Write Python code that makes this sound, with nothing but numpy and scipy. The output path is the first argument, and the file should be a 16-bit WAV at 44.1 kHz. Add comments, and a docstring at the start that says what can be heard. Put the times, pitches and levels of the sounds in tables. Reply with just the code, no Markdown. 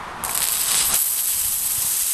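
"""An aerosol can sprays a string of foam close to the microphone, outdoors at night.
Its valve opens with puffs of gas and sharp spits; a wet crackling rush builds, then settles to a fine bright hiss.
Jet and foam are random grains over smooth noise, filtered and driven by one uneven flow; puffs are gated
noise, spits are filter impulse responses and the valve's tick is a decaying sine.
Filtered noise gives distant traffic and a light breeze; short low sines give the hand on the microphone."""
import sys
import numpy as np
from scipy import signal
from scipy.fft import rfft, irfft
from scipy.io import wavfile

SR = 44100
rng = np.random.default_rng(int(sys.argv[2]) if len(sys.argv) > 2 else 0)


def digitize_waveform(pressure):
    """Quantize a signal to 16-bit integers and store it at the path in sys.argv[1].

    Rows of a 2-D input are taken as channels; values are limited to [-1, 1].
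    """
    field = np.atleast_2d(pressure).T
    bounded = np.clip(field, -1, 1)
    quanta = np.round(bounded * 32767).astype(np.int16)
    wavfile.write(sys.argv[1], SR, quanta)


N = 94021

# Level contours over time; columns: time_s, level_db
# distant tyre roar as heard at the output, its level sinking under the spray
TRAFFIC_LEVEL = [(0, -32.5), (0.12, -33), (0.28, -31.5), (0.43, -33.5), (0.47, -37.5), (0.65, -37.5),
                 (0.72, -33.5), (0.86, -35.5), (0.94, -29.5), (0.99, -44.5), (1.55, -48.5), (1.8, -43),
                 (2.13, -50.5)]
# moving air on the microphone
BREEZE_LEVEL = [(0, -53), (0.7, -63), (0.94, -38), (0.975, -55), (1.25, -63), (1.35, -47), (1.6, -48),
                (1.87, -54), (1.93, -65), (2.13, -64)]
# gas jet, before its overall gain JET_GAIN_DB
JET_LEVEL = [(0.24, -40), (0.28, -34), (0.305, -32), (0.333, -29), (0.36, -39), (0.40, -31.5), (0.43, -33),
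             (0.48, -33.5), (0.51, -22.5), (0.57, -27), (0.62, -25), (0.70, -32), (0.745, -26),
             (0.80, -33.5), (0.885, -20.5), (0.93, -40), (0.957, -21.5), (1.02, -23), (1.12, -24.5),
             (1.3, -24.5), (1.53, -24.5), (1.62, -26), (1.75, -26), (2.13, -26.5)]
# whistling band of the jet
WHISTLE_LEVEL = [(0.24, -27), (0.45, -55), (0.6, -50), (0.75, -25.5), (0.85, -42), (0.94, -24),
                 (1.0, -32.5), (1.3, -31), (1.45, -29.5), (1.68, -32.5), (1.85, -27), (2.13, -27.5)]
# wet foam tearing at the nozzle
FOAM_LEVEL = [(0.24, -36), (0.33, -32.5), (0.40, -31.5), (0.43, -24), (0.47, -29.5), (0.56, -25),
              (0.65, -25.5), (0.70, -22), (0.75, -20), (0.81, -18.5), (0.86, -26.5), (0.91, -25),
              (0.945, -20), (0.975, -35), (1.02, -47), (1.13, -39), (1.19, -28.5), (1.24, -43),
              (1.29, -30.5), (1.45, -31.5), (1.6, -38), (1.75, -31.5), (2.13, -30)]

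# Spectral shapes, overall level arbitrary; columns: frequency_hz, relative_db
# tyre roar
TRAFFIC_SPECTRUM = [(25, -8), (55, -2.5), (90, -11), (165, -5.5), (250, -10), (420, -9.5), (590, -9.5),
                    (700, -4.5), (850, -1.5), (1030, 0), (1300, -3.5), (1600, -8), (2100, -12.5),
                    (2700, -17.5), (3400, -19), (4200, -24), (5500, -27), (7500, -31), (8700, -28),
                    (9700, -31.5), (12500, -35)]
# low rumble of moving air
BREEZE_SPECTRUM = [(20, 0), (70, -1), (160, -8), (250, -13), (400, -29), (2000, -66)]
# gas jet
JET_SPECTRUM = [(150, -32), (450, -26.5), (900, -21), (2100, -20), (3250, -14.5), (3700, -16), (4400, -14),
                (4950, -12), (5500, -15.5), (6400, -15), (7200, -17.5), (7800, -2), (8350, -1.5),
                (9000, -4), (9700, -5), (11000, -2), (11700, 2.5), (12300, 3), (13500, -9.5)]
# whistling band
WHISTLE_SPECTRUM = [(2000, -28.5), (5000, -17.5), (6000, -7.5), (7200, -5), (8000, -4.5), (8500, 1.5),
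                    (9200, -11.5), (11000, -1), (13500, -64)]
# tearing foam
FOAM_SPECTRUM = [(100, -14), (500, -19.5), (850, -18), (1250, -9), (2050, -7.5), (2600, -5), (3250, -1.5),
                 (3550, -5), (3900, -0.5), (4450, -4.5), (5050, 0), (5550, -7.5), (6500, -3.5), (7200, -8),
                 (7750, 4.5), (8600, 2), (9700, 0.5), (10800, -3), (12300, -21), (13500, -28)]
# nozzle resonances, heard in spits and puffs
NOZZLE_SPECTRUM = [(200, -29), (1000, -15), (3200, -10.5), (5000, -11), (6500, -13.5), (7500, -4),
                   (8400, 1.5), (9300, -1.5), (10200, -2), (11700, 1.5), (12400, 0.5), (14000, -43)]

# Soft handling thumps; columns: centre_s, envelope_peak_db, half_length_s (to 1/e), pitch_hz
THUMPS = [(1.458, -30.5, 0.0049, 75), (1.655, -40, 0.0069, 90), (1.785, -32, 0.0066, 97),
          (1.85, -31, 0.0031, 131), (1.877, -39.5, .008, 114), (2.034, -40, 0.011, 55)]
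# Bubbles bursting at the nozzle; columns: start_s, peak_db, body_db (added below BODY_EDGE_HZ)
BUBBLE_SPITS = [(0.255, -16, 6), (0.2825, -18, 0), (0.313, -13, -12), (0.318, -23, 0), (0.3345, -16, -13),
                (0.3762, 2.5, 4), (0.3819, -4.5, -1), (0.391, -10, 5), (0.4049, -3.5, 3), (0.4193, -6, 2),
                (0.4214, -4, 15), (0.4286, -6.5, 2), (0.441, 0.5, 5), (0.4519, -2, -3), (0.4556, -8, 7),
                (0.4677, -2.5, 7), (0.4744, -5, 2), (0.4866, 0.5, 3), (0.4964, -9, 6), (0.5392, -10, 18.5),
                (0.7185, -1, 4), (0.745, -1, 15), (0.7516, -5, -2)]
# Pockets of escaping gas; columns: start_s, level_db, length_s (to 1/e)
GAS_PUFFS = [(0.2383, -12.5, 0.0015), (0.2488, -18, .0035), (0.2595, -30, 0.0029), (0.266, -21, .0015),
             (0.3469, -18.5, 0.0036), (0.350, -19, 0.0053), (0.3555, -14, 0.0014), (0.3615, -20, 0.0053),
             (0.417, -18, 0.0011), (0.4335, -18, 0.006), (0.94, -16.5, 0.0063)]
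# Near echoes from hand and head; columns: delay_s, level_db
NEAR_ECHOES = [(.0011, -27), (.0026, -25.5), (.0071, -15)]

# Valve opening and the unevenness of the flow: rates in new values per second, spreads in dB
OPEN_S, OPEN_RISE_S = 0.2375, 0.0061
FLUTTER_PER_S, FLUTTER_DB = 500, 0.86
SPUTTER_DB, SETTLE_S = 2.5, 0.14  # extra flutter at the opening, and its decay time
SURGE_PER_S, SURGE_DB = 45, 0.74
GAS_FLICKER_PER_S, GAS_FLICKER_DB = 180, 1.28

# Grains: rate once fully crowded, scale of the random size, level of the smooth noise beneath
JET_GRAINS_PER_S, JET_GRAIN_SPREAD_DB, JET_SMOOTH_DB = 6000, 6, -0.5
FOAM_GRAINS_PER_S, FOAM_GRAIN_SPREAD_DB, FOAM_SMOOTH_DB = 3500, 3.5, -2.5
WHISTLE_GRAINS_PER_S = 10000
FIRST_GRAIN_SHARE, THICKEN_S = 0.061, 0.66  # initial share of the rate; time to gain one full rate
JET_GAIN_DB = 2.5

BODY_EDGE_HZ = 6500
SPIT_TAIL_DB, SPIT_TAIL_S = -15, 0.0005  # gas behind each spit, relative to the spit's peak
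TICK_S, TICK_HZ, TICK_DB, TICK_DECAY_S = 0.2941, 2300, -15.5, 0.0011
TOP_HZ = 12550  # upper edge of the recorder's band


def undb(db):
    """Level to amplitude: 20 dB is a factor of ten."""
    return 10 ** (np.asarray(db) / 20)


def unit(x):
    """Normalisation to unit rms amplitude."""
    return x / np.sqrt(np.mean(x ** 2))


def fader(rows):
    """Amplitude envelope, interpolated linearly in decibels between (time_s, level_db) points."""
    times_s, levels_db = np.array(rows).T
    return undb(np.interp(np.arange(N) / SR, times_s, levels_db))


def colour(x, points):
    """Minimum-phase filtering: folding the cepstrum makes a causal response from a magnitude curve."""
    hz, db = np.array(points).T
    size = 4096
    grid_hz = np.maximum(np.arange(size // 2 + 1) * SR / size, 1)
    curve_db = np.interp(np.log(grid_hz), np.log(hz), db)
    cepstrum = irfft(np.log(undb(curve_db)))
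    cepstrum[1:size // 2] *= 2
    cepstrum[size // 2 + 1:] = 0
    response = irfft(np.exp(rfft(cepstrum)))
    return signal.fftconvolve(x, response)[:len(x)]


def noise(points):
    """Broadband noise: white noise shaped by a spectrum, at unit rms."""
    return unit(colour(rng.standard_normal(N), points))


def walk(rate):
    """Slow random modulation of unit rms: `rate` new values a second, joined by straight lines."""
    position = np.arange(N) * rate / SR
    return unit(np.interp(position, np.arange(N), rng.standard_normal(N)))


def droplets(age, rate, spread_db, smooth_db):
    """Shot noise: random impulses, sparse at first and then crowding, over growing smooth turbulence."""
    density = np.clip(FIRST_GRAIN_SHARE + age / THICKEN_S, 0.01, 1)
    sizes = undb(spread_db * np.minimum(rng.exponential(size=N), 3))
    signs = np.sign(rng.standard_normal(N))
    clicks = (rng.random(N) < rate * density / SR) * sizes * signs
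    grains = unit(clicks / np.sqrt(density))  # fewer grains are each stronger
    turbulence = undb(smooth_db) * np.sqrt(density) * rng.standard_normal(N)
    return grains + turbulence


def traffic():
    """Superposition of many tyre sources: a distant road merges into fluctuating broadband noise."""
    return fader(TRAFFIC_LEVEL) * undb(1.14 * walk(25.2)) * noise(TRAFFIC_SPECTRUM)


def breeze():
    """Wind pressure on the microphone: fluctuating noise concentrated at low frequency."""
    return fader(BREEZE_LEVEL) * undb(0.83 * walk(11.4)) * noise(BREEZE_SPECTRUM)


def handling(t):
    """Contact excitation: a nudge by the hand gives a cycle or two of low tone in a Gaussian envelope."""
    out = np.zeros(N)
    for centre_s, peak_db, half_length_s, pitch_hz in THUMPS:
        offset = t - centre_s
        envelope = np.exp(-(offset / half_length_s) ** 2)
        out += undb(peak_db) * envelope * np.sin(2 * np.pi * pitch_hz * offset)
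    return out


def valve_tick(t):
    """Damped free oscillation: the valve ticks, ringing for a few cycles."""
    age = np.maximum(t - TICK_S, 0)
    return undb(TICK_DB) * np.exp(-age / TICK_DECAY_S) * np.sin(2 * np.pi * TICK_HZ * age)


def spits():
    """Impulse response: each bursting bubble excites the nozzle's resonances once."""
    out = np.zeros(N)
    kick = signal.unit_impulse(1024)
    for start_s, peak_db, body_db in BUBBLE_SPITS:
        spectrum = [(hz, db + body_db * (hz < BODY_EDGE_HZ)) for hz, db in NOZZLE_SPECTRUM]
        ring = colour(kick, spectrum)
        start = int(start_s * SR)
        out[start:start + len(ring)] += undb(peak_db) * ring / np.abs(ring).max()
    return out


def puffs(t):
    """Transient efflux: gas escapes alone or behind a spit, starting abruptly and fading as a Gaussian."""
    tails = [(start_s, db + SPIT_TAIL_DB, SPIT_TAIL_S) for start_s, db, _ in BUBBLE_SPITS]
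    gate = np.zeros(N)
    for start_s, level_db, length_s in list(GAS_PUFFS) + tails:
        gate += undb(level_db) * (t >= start_s) * np.exp(-((t - start_s) / length_s) ** 2)
    return gate * noise(NOZZLE_SPECTRUM)


def spray(t):
    """Common modulation: gas hiss, whistling band and crackling foam share one uneven nozzle flow."""
    age = np.maximum(t - OPEN_S, 0)
    flutter_db = FLUTTER_DB + SPUTTER_DB * np.exp(-age / SETTLE_S)
    uneven_db = flutter_db * walk(FLUTTER_PER_S) + SURGE_DB * walk(SURGE_PER_S)
    flow = np.minimum(age / OPEN_RISE_S, 1) * undb(uneven_db)

    gas_grains = droplets(age, JET_GRAINS_PER_S, JET_GRAIN_SPREAD_DB, JET_SMOOTH_DB)
    flicker = undb(JET_GAIN_DB + GAS_FLICKER_DB * walk(GAS_FLICKER_PER_S))
    gas = unit(colour(gas_grains, JET_SPECTRUM)) * flicker

    whistle_grains = droplets(age, WHISTLE_GRAINS_PER_S, JET_GRAIN_SPREAD_DB, JET_SMOOTH_DB)
    whistle = unit(colour(whistle_grains, WHISTLE_SPECTRUM))

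    foam_grains = droplets(age, FOAM_GRAINS_PER_S, FOAM_GRAIN_SPREAD_DB, FOAM_SMOOTH_DB)
    foam = unit(colour(foam_grains, FOAM_SPECTRUM))
    return flow * (fader(JET_LEVEL) * gas + fader(WHISTLE_LEVEL) * whistle + fader(FOAM_LEVEL) * foam)


def scene():
    """Superposition: background, handling and the can with its near echoes, alike in both channels."""
    t = np.arange(N) / SR
    background = traffic() + breeze() + handling(t)
    can = valve_tick(t) + spits() + puffs(t) + spray(t)
    near = can.copy()
    for delay_s, level_db in NEAR_ECHOES:
        near += undb(level_db) * np.interp(t - delay_s, t, can, left=0)
    return np.tile(background + near, (2, 1))


def record(dry):
    """Saturation and band limiting: the recorder rounds the loudest peaks and cuts the top steeply."""
    ceiling = 1.0
    rounded = ceiling * np.tanh(dry / ceiling)
    taps = signal.firwin(401, TOP_HZ, window=("kaiser", 8), fs=SR)
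    return signal.fftconvolve(rounded, taps[None], mode="same", axes=1)


dry = scene()
out = record(dry)
digitize_waveform(out)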